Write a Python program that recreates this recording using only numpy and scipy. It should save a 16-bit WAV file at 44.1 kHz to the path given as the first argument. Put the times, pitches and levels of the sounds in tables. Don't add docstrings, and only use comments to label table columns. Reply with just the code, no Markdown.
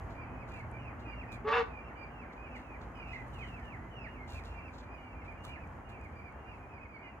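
import sys
import numpy as np
from scipy import signal
from scipy.fft import rfft, irfft
from scipy.io import wavfile
from scipy.ndimage import uniform_filter1d

SR = 44100
rng = np.random.default_rng(int(sys.argv[2]) if len(sys.argv) > 2 else 0)


def gain_from_db(level_db):
    decades = np.asarray(level_db, float) / 20
    return 10 ** decades


def put_to_file(sound):
    columns = np.atleast_2d(sound).T
    safe = np.clip(columns, -1, 1)
    whole_steps = np.round(safe * 32767)
    wavfile.write(sys.argv[1], SR, whole_steps.astype(np.int16))


N = 317520

# t/s, rumble level/dB, roar level/dB, hiss level/dB
TRAFFIC = [
    (0.0, -46, -50.5, -77.5),
    (0.18, -44.5, -52, -82.5),
    (2.38, -52.5, -53, -84),
    (3.15, -47.5, -53, -81),
    (5.21, -51, -54, -84),
    (5.52, -48.5, -53.5, -82.5),
    (7.2, -53, -56, -86),
]
# f/Hz, level/dB per Hz
FAR_COLOUR = [(15, -34.5), (25, -8), (53, -2), (71, 1), (173, -9), (262, -10), (414, -14.5), (578, -14.5),
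              (682, -12.5), (857, -12), (1470, -18), (1970, -22.5), (2380, -27), (3110, -37), (3600, -55),
              (4680, -77), (7920, -120)]
# f/Hz, level/dB per Hz
HISS_COLOUR = [(1940, -28), (3300, -0.5), (3520, -8), (5860, -10.5), (6680, -4.5), (7320, -10.5),
               (8240, -13.5), (14900, -15.5), (15700, -21)]
# f/Hz, width/Hz, level/dB, fade in t/s, fade out t/s
ENGINES = [
    (55.5, 6.5, -53.5, 1, 5.8),
    (117.9, 4.9, -54, -0.5, 1.39),
    (84.2, 4.8, -54.5, 4, 6.3),
    (235.6, 3.6, -62, -1.5, 4.3),
    (252, 6.2, -63, 0, 6),
    (122.5, 3.4, -57, 2.9, 4.2),
]
# f/Hz, left-right likeness/0-1
LIKENESS = [(60, 0.94), (300, .96), (700, 0.66), (1500, 0.28), (3000, 0.1), (6000, 0.06)]
YARD_T60_S = 0.26
# t/s, peak level/dB, t60/s, brightness/dB, rise/s
SCUFFS = [(0.0922, -68, 0.3, -16, 0.011), (0.4733, -65, 0.41, -9, 0.02), (0.5294, -70.5, 0.3, -5, 0.013),
          (0.9906, -67, 0.25, -14, 0.01), (1.314, -56.5, 0.18, -6.5, 0.0071),
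          (2.3176, -72, 0.3, -18, 0.015), (2.5521, -64, 0.34, -11.5, 0.013),
          (2.804, -65, 0.23, -19.5, 0.011), (3.0694, -68, 0.3, -12, 0.015),
          (3.1173, -63.5, 0.37, -27, 0.015), (3.2594, -77, 0.54, 0, 0.017), (3.3278, -69, 0.37, -6, 0.015),
          (3.3822, -64, 0.36, -14, 0.016), (3.4594, -71, 0.33, -7, 0.014), (3.6318, -76, 0.3, -7, 0.014),
          (4.2717, -61, 0.32, -15, 0.015), (4.2931, -64.5, 0.27, -3, 0.012), (4.3226, -64, 0.44, -8, 0.015),
          (4.4383, -61, 0.27, -12.5, 0.012), (4.5296, -76.5, 0.3, -26, 0.015),
          (4.7237, -64.5, 0.38, -18, 0.018), (4.779, -60.5, 0.17, -23, 0.01),
          (5.2385, -71, 0.3, -11, 0.015), (5.4321, -59, 0.22, -4.5, 0.019), (5.4544, -72, 0.27, -12, 0.015),
          (5.8835, -71, 0.3, -6, 0.013), (6.0294, -76.5, 0.3, -3, 0.015), (6.5394, -79, 0.3, -4, 0.015)]
# f/Hz, level/dB per Hz
GRIT_COLOUR = [(1940, -34), (3300, -2.5), (4210, -2.5), (5110, -12), (7430, -8.5), (8000, -20),
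               (10400, -39), (17600, -120)]
# t/s, peak level/dB, ring f/Hz
SNAPS = [(0.5945, -61, 7290), (0.7148, -58, 9870), (0.857, -70, 6490), (3.5987, -60, 4500),
         (4.2936, -52, 4370), (4.3226, -46, 4170), (4.4383, -54, 4140), (5.3238, -67, 9840),
         (5.675, -64, 6540), (6.0132, -64, 7330), (6.1245, -67, 4680), (6.325, -68, 7160)]
# t/s, peak level/dB, f/Hz, t60/s
THUDS = [
    (1.065, -36, 310, 0.084),
    (5.449, -37, 1200, 0.023),
]
# t/s, f/Hz, level/dB
PEEPS = [
    [(0.15, 2420, -62), (0.238, 2337, -56), (0.26, 1830.0, -60)],
    [(0.2, 2740.0, -73), (0.278, 2530, -67), (0.3, 2400.0, -62)],
    [(0.3, 2495, -71), (0.42, 2504, -59), (0.45, 2020.0, -63)],
    [(0.49, 2840, -75), (0.576, 2645, -59), (0.61, 2460, -64)],
    [(0.51, 2440, -60), (0.602, 2280.0, -56), (0.63, 1820.0, -60)],
    [(0.72, 2300.0, -67.5), (0.77, 2376, -50.5), (0.8, 2010.0, -72)],
    [(0.78, 2510, -66.5), (0.854, 2420, -65.5), (0.88, 2110.0, -61)],
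    [(0.78, 2980.0, -71), (0.888, 2496, -56.5), (0.93, 1700, -63)],
    [(1.05, 2520, -58.5), (1.134, 2360, -54.5), (1.15, 1980, -59)],
    [(0.98, 2740, -78), (1.1, 2810, -64.5), (1.15, 2770, -58)],
    [(1.15, 2756, -71.5), (1.208, 2707, -52), (1.25, 1700, -57)],
    [(1.27, 2580, -65), (1.318, 2590, -63), (1.36, 2335, -58)],
    [(1.28, 2450.0, -58.5), (1.354, 2355, -54.5), (1.39, 2060, -68)],
    [(1.7, 2580.0, -65), (1.746, 2380.0, -55.5), (1.81, 2400.0, -50)],
    [(1.78, 2753, -72), (1.878, 2690, -59.5), (1.92, 1720.0, -59)],
    [(1.96, 2362, -59.5), (2.042, 2390.0, -55.5), (2.06, 2160.0, -66)],
    [(1.95, 2980.0, -74), (2.036, 2700, -70), (2.08, 2350, -72)],
    [(2.08, 2720.0, -75), (2.124, 2900, -74.5), (2.17, 2660, -68)],
    [(2.16, 2730, -64), (2.214, 2614, -60), (2.27, 1510, -59)],
    [(2.23, 2420, -71), (2.29, 2380, -67), (2.32, 2020, -57)],
    [(2.37, 2440, -63), (2.454, 2520, -57), (2.48, 2260, -56)],
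    [(2.44, 2930.0, -74), (2.548, 2480, -58), (2.58, 1810.0, -52)],
    [(2.52, 2900, -68), (2.566, 2820, -67), (2.61, 2720.0, -73.5)],
    [(2.61, 2737, -73), (2.748, 2380.0, -55.5), (2.77, 1920, -53.5)],
    [(2.95, 2553, -69), (3.012, 2476, -55.5), (3.04, 2250, -54)],
    [(2.95, 2986, -68), (3.128, 2480, -55), (3.17, 1910, -44.5)],
    [(3.05, 2450, -59), (3.068, 2360.0, -66), (3.11, 2520.0, -60)],
    [(3.03, 2800, -71), (3.14, 2894, -63), (3.21, 2360, -64)],
    [(3.13, 2050.0, -49), (3.158, 2140, -55), (3.24, 1934, -57)],
    [(3.32, 3140, -74), (3.37, 2790, -59), (3.39, 2580, -73)],
    [(3.39, 2550.0, -52), (3.416, 2480, -54.5), (3.45, 1900.0, -45)],
    [(3.41, 3100, -62), (3.548, 2645, -59.5), (3.6, 2110, -57)],
    [(3.59, 2050.0, -64), (3.628, 1780.0, -59), (3.69, 1800, -64)],
    [(3.62, 3020.0, -72), (3.718, 2580.0, -57), (3.77, 1627, -55)],
    [(3.77, 1910.0, -69), (3.838, 2030, -65), (3.92, 2030, -70)],
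    [(3.91, 3010, -70), (4.038, 2570, -54), (4.08, 1690, -52)],
    [(4.04, 2780, -66), (4.134, 2850, -66.5), (4.19, 2410.0, -62)],
    [(4.14, 2620.0, -69), (4.178, 2210, -62), (4.25, 2090, -54.5)],
    [(4.26, 2900.0, -78), (4.372, 2673, -56.5), (4.42, 1750.0, -58)],
    [(4.28, 2530.0, -76), (4.326, 2390, -68), (4.38, 2410, -52.5)],
    [(4.46, 2780.0, -69), (4.664, 2690.0, -64), (4.7, 2270, -54.5)],
    [(4.52, 2470, -66.5), (4.592, 2360, -55), (4.62, 1970.0, -66)],
    [(4.61, 2570.0, -67), (4.648, 2460.0, -69), (4.7, 2280.0, -53)],
    [(4.82, 2320, -66), (4.952, 2450, -60.5), (5.02, 2080.0, -66)],
    [(5.0, 2400.0, -66), (5.054, 2337, -64), (5.12, 2290, -62)],
    [(4.97, 2870, -71), (5.046, 2880, -69), (5.14, 2640, -65)],
    [(5.14, 2410.0, -64), (5.2, 2384, -61), (5.23, 2100, -58)],
    [(5.2, 2720.0, -67), (5.242, 2630, -66), (5.27, 2490.0, -63)],
    [(5.25, 2330, -67), (5.3, 2416, -53), (5.33, 2100, -63)],
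    [(5.31, 2410.0, -67), (5.362, 2470, -67), (5.39, 2240, -64)],
    [(5.37, 2840, -72), (5.534, 2850, -60.5), (5.58, 1694, -54.5)],
    [(5.48, 2378, -59), (5.534, 2400.0, -58), (5.56, 2390, -56)],
    [(5.57, 2496, -72), (5.628, 2535, -62), (5.65, 2210.0, -53)],
    [(5.85, 2820, -71), (5.91, 2830, -70), (5.96, 2580.0, -65)],
    [(5.88, 2490, -67), (5.952, 2370, -63), (5.99, 2230, -66)],
    [(5.99, 2474, -68), (6.044, 2470.0, -58), (6.07, 2060, -58)],
    [(6.13, 2400.0, -68), (6.182, 2410.0, -59), (6.22, 2240, -63)],
    [(6.22, 2430.0, -64), (6.272, 2386, -59), (6.3, 2150, -61)],
    [(6.28, 2654, -82), (6.492, 2807, -66.5), (6.57, 2510, -63)],
    [(6.45, 2474, -71), (6.52, 2407, -56.5), (6.55, 2070, -65)],
    [(6.6, 2430, -65), (6.63, 2460, -66), (6.67, 2400, -64)],
    [(6.69, 2540, -67), (6.768, 2440, -59), (6.79, 2070, -57)],
    [(6.79, 2520.0, -72), (6.834, 2510.0, -57.5), (6.87, 2000, -58)],
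    [(6.89, 2474, -65), (6.954, 2273, -58.5), (6.98, 2160, -55)],
    [(6.99, 2314, -61), (7.062, 2500.0, -63.5), (7.09, 2300, -56)],
    [(7.01, 2210.0, -64), (7.068, 2050.0, -57), (7.1, 2040, -67)],
    [(7.03, 2910, -69), (7.112, 2770, -64), (7.17, 2290, -73)],
]
# t/s, low membrane f/Hz, its level/dB, high membrane f/Hz, its level/dB,
# overtone level/dB, rasp level/dB
HONK = [(1.442, 401, -49, 1108, -65, -59.5, -70), (1.455, 418.7, -36, 1116, -51, -49, -74),
        (1.475, 437, -33.5, 1133, -43.5, -40, -53), (1.487, 438.1, -33.5, 1153, -37, -46, -43),
        (1.505, 443.6, -41, 1150, -36.5, -41, -47), (1.52, 447.5, -38, 1163, -35, -42, -43.5),
        (1.54, 467.8, -36.5, 1167, -41, -38.5, -43.5), (1.56, 474.4, -35.5, 1144, -42, -37.5, -41.5),
        (1.585, 473.5, -33, 1142, -48, -40.5, -43), (1.605, 463, -33, 1160, -42, -40, -43.5),
        (1.62, 453, -32.5, 1140, -49, -42, -49), (1.635, 447, -52, 1140, -60, -57, -56)]
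# t/s, f/Hz, level/dB, unsteadiness/0-1
BREAK = [
    (1.51, 770.3, -65, .05),
    (1.525, 763.4, -41.5, 0.05),
    (1.54, 753, -37, .05),
    (1.56, 740.3, -40, 0),
    (1.585, 737.3, -39.5, 0.01),
    (1.6, 737, -45, 0.02),
    (1.62, 740, -56, 0.01),
]
# multiple, level/dB
OVERTONES = [(2, -2), (3, -5.5), (4, -9.5), (5, -14.5)]
# multiple of low, multiple of third, level/dB
COUPLED = [(0, 1.008, -1.5), (1, 1, -1), (-1, 2, -3), (2, 1, -2), (0, 2, -3), (3.5, 1, -12), (1.5, 2, -6.5),
           (1, 3, -7), (2.5, 2, -5), (3, 2, -12), (4.5, 2, -13)]
# t/s, level/dB
HALF_LINES = [
    (1.47, -58),
    (1.495, -40.5),
    (1.515, -43.5),
    (1.535, -68),
]
# f/Hz, level/dB per Hz
THROAT_COLOUR = [(290, -38), (500, -4), (552, -10), (949, -6), (1060, -10), (1170, -1), (1280, -5.5),
                 (4290, -24.5), (7060, -42.5), (7910, -56), (15000, -63.5)]


def in_time(rows):
    s, *columns = np.transpose(rows)
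    return [np.interp(np.arange(N) / SR, s, column) for column in columns]


def rms_one(x):
    return x / np.sqrt(np.mean(x ** 2) + 1e-20)


def at_hz(points, hz):
    table_hz, value = np.array(points)[:, 0], np.array(points)[:, 1]
    return np.interp(np.log(hz + 1), np.log(table_hz), value)


def colour(x, spectrum, low_hz, high_hz):
    hz = np.fft.rfftfreq(x.shape[-1], 1 / SR)
    low_cut = 1 + (low_hz / (hz + 1)) ** 12
    high_cut = 1 + (hz / high_hz) ** 12
    gain = gain_from_db(at_hz(spectrum, hz)) / np.sqrt(low_cut * high_cut)
    return rms_one(irfft(rfft(x) * gain, x.shape[-1]))


def wide_noise():
    mid, side = rfft(rng.standard_normal((2, N)))
    alike = np.clip(at_hz(LIKENESS, np.fft.rfftfreq(N, 1 / SR)), 0, 1)
    return irfft(np.sqrt(1 + alike) * mid + np.sqrt(1 - alike) * side * [[1], [-1]], N)


def drift(rate_hz):
    knot_rate = 2000
    knots = rng.standard_normal(int(N / SR * knot_rate))
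    r = np.exp(-2 * np.pi * rate_hz / knot_rate)
    slow = rms_one(signal.lfilter([1], [1, -2 * r, r * r], knots))
    return np.interp(np.arange(N) * knot_rate / SR, np.arange(len(slow)), slow)


def turning(hz):
    return 2 * np.pi * np.cumsum(hz) / SR


def resonance(x, hz, width_hz):
    r = np.exp(-np.pi * width_hz / SR)
    zeros = [(1 - r * r) / 2, 0, (r * r - 1) / 2]
    poles = [1, -2 * r * np.cos(2 * np.pi * hz / SR), r * r]
    return signal.lfilter(zeros, poles, x)


def place(x, pan_db, left_leads_s):
    left, right = np.broadcast_to(x, (2, N))
    t = np.arange(N)
    late_right = np.interp(t - left_leads_s * SR, t, right)
    return np.array([gain_from_db(pan_db / 2) * left, gain_from_db(-pan_db / 2) * late_right])


def traffic():
    rumble_db, roar_db, hiss_db = in_time(TRAFFIC)
    rumble = gain_from_db(rumble_db - 1.0 + 1.14 * drift(4.9)) * colour(wide_noise(), FAR_COLOUR, low_hz=41.6, high_hz=198)
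    out = place(rumble, pan_db=-1.0, left_leads_s=0.00015)
    out += gain_from_db(roar_db + 3 + 0.6 * drift(7.8)) * colour(wide_noise(), FAR_COLOUR, low_hz=198, high_hz=3820)
    out += gain_from_db(hiss_db + 2.5 + 0.6 * drift(5)) * colour(wide_noise(), HISS_COLOUR, low_hz=3570, high_hz=17000)
    t = np.arange(N) / SR
    for hz, width_hz, level_db, comes, goes in ENGINES:
        once = resonance(rng.standard_normal(N), hz, width_hz)
        hum = rms_one(resonance(once, hz, width_hz))
        hum *= gain_from_db(level_db) * np.clip(np.minimum(t - comes, goes - t) / 0.4 + 0.5, 0, 1)
        out += place(hum, pan_db=-1.0, left_leads_s=0.00025)
    return out


def yard(x, level_db):
    t = np.arange(SR // 2) / SR
    first_echo_s = 0.006
    tail = rng.standard_normal((2, len(t))) * gain_from_db(-60 * t / YARD_T60_S) * (t > first_echo_s)
    tail = signal.lfilter([1], [1, -0.5], tail)
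    tail = tail / np.sqrt(np.sum(tail ** 2, axis=1, keepdims=True))
    return gain_from_db(level_db) * signal.fftconvolve(x[None], tail, axes=1)[:, :N]


def scuffs(grains_per_s=9000):
    hits = rng.random((2, N)) < grains_per_s / SR
    grains = hits * rng.standard_normal((2, N)) * gain_from_db(1.5 * rng.exponential(1, (2, N)))
    grains = grains + 0.5 * grains[::-1]
    body = colour(grains, GRIT_COLOUR, low_hz=1800, high_hz=7460)
    top = colour(grains, HISS_COLOUR, low_hz=8300, high_hz=17000)
    t, dull, bright = np.arange(N) / SR, 0, 0
    for s, peak_db, t60, bright_db, rise in SCUFFS:
        since = t - s
        attack = np.clip(since / max(rise, 0.002), 0, 1)
        shape = attack * gain_from_db(peak_db - 3 - 60 * np.maximum(since - rise, 0) / max(t60, 0.03))
        dull = dull + shape
        bright = bright + shape * gain_from_db(bright_db)
    lumps = gain_from_db(2.5 * drift(76))
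    return lumps * (dull * body + bright * top)


def snaps():
    out = np.zeros(N)
    for s, peak_db, hz in SNAPS:
        click = np.zeros(SR // 50)
        click[0] = gain_from_db(peak_db + 11)
        ring = 3.7 * resonance(click, hz, width_hz=1700)
        crack = 0.32 * np.diff(click, prepend=0)
        at = int(s * SR)
        out[at:at + len(click)] += ring + crack
    return out


def thuds():
    out, t = np.zeros(N), np.arange(N) / SR
    for s, peak_db, hz, t60 in THUDS:
        since = np.maximum(t - s, 0)
        attack = np.minimum(since / (0.095 * t60), 1)
        out += gain_from_db(peak_db - 60 * since / t60) * attack * np.sin(2 * np.pi * hz * since)
    return out


def peeps(edge_s=0.014, octave_db=-29, round_s=0.012):
    tone, octave = np.zeros((2, N))
    waver, shake, throat = drift(34.8), drift(65), drift(9.3)
    chances = rng.random((len(PEEPS), 2)) * [N // 2, 8]
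    for rows, (skip, bird_db) in zip(PEEPS, chances):
        s, hz, level_db = np.transpose(rows)
        at = np.arange(int((s[0] - edge_s / 2) * SR), int((s[-1] + edge_s / 2) * SR))
        t = at / SR
        own = (at + int(skip)) % len(waver)
        pitch = uniform_filter1d(np.interp(t, s, hz), max(int(round_s * SR), 1), mode="nearest")
        phase = turning(pitch * (1 + 0.011 * waver[own]))
        edges = np.clip(np.minimum(t - t[0], t[-1] - t) / edge_s, 0, 1)
        shape = edges * gain_from_db(np.interp(t, s, level_db) + 2.77 * shake[own])
        tone[at] += np.sqrt(2) * shape * np.sin(phase)
        octave[at] += shape * gain_from_db(octave_db + bird_db + 3.4 * throat[own]) * np.sin(2 * phase)
    return tone, resonance(octave, hz=5000, width_hz=2500)


def honk(flutter_db=2.5, gate=0.81):
    low_hz, low_db, high_hz, high_db, over_db, rasp_db = in_time(HONK)
    third_hz, third_db, unsteady = in_time(BREAK)
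    half_db, = in_time(HALF_LINES)
    low = turning(low_hz * (1 + 0.0041 * drift(60)))
    high = turning(high_hz * (1 + 0.00804 * drift(61)))
    third = turning(third_hz * (1 + unsteady * drift(79.9)))
    tones = [(high, high_db), (high / 2, half_db), (2 * high - low, half_db - 4), (high + low, half_db - 4)]
    tones += [(m * low, over_db + level_db) for m, level_db in OVERTONES]
    tones += [(m * low + n * third, third_db + level_db) for m, n, level_db in COUPLED]
    out = gain_from_db(low_db) * np.sin(low)
    for phase, level_db in tones:
        out += gain_from_db(level_db + flutter_db * drift(30)) * np.sin(phase + rng.uniform(0, 2 * np.pi))
    air = rng.standard_normal(N) * (1 + gate * np.sin(low)) * (1 + gate * np.sin(third))
    rasp = colour(air, THROAT_COLOUR, low_hz=600, high_hz=15000) * gain_from_db(rasp_db + 6.5)
    t = np.arange(N) / SR
    open_beak = np.clip(np.minimum(t - HONK[0][0], HONK[-1][0] - t) / 0.0058, 0, 1)
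    return (np.sqrt(2) * out + rasp) * open_beak


def scene():
    call = honk()
    flock, octave = peeps()
    knocks = snaps() + thuds()
    birds = place(call, pan_db=-0.5, left_leads_s=2e-5)
    birds += place(flock, pan_db=-8.5, left_leads_s=0.00013)
    birds += place(octave, pan_db=2.5, left_leads_s=0.00014)
    echoes = yard(call, level_db=-10.5) + yard(flock + octave, level_db=-7)
    feet = place(scuffs() + knocks, pan_db=-1.5, left_leads_s=1.2e-4)
    return birds + echoes + feet + traffic()


def top_cut(x):
    return signal.sosfilt(signal.butter(12, 15880, fs=SR, output="sos"), x)


def record(dry):
    fade = np.clip((N - np.arange(N)) / (0.0077 * SR), 0, 1)
    return top_cut(dry * fade)


dry = scene()
out = record(dry)
put_to_file(out)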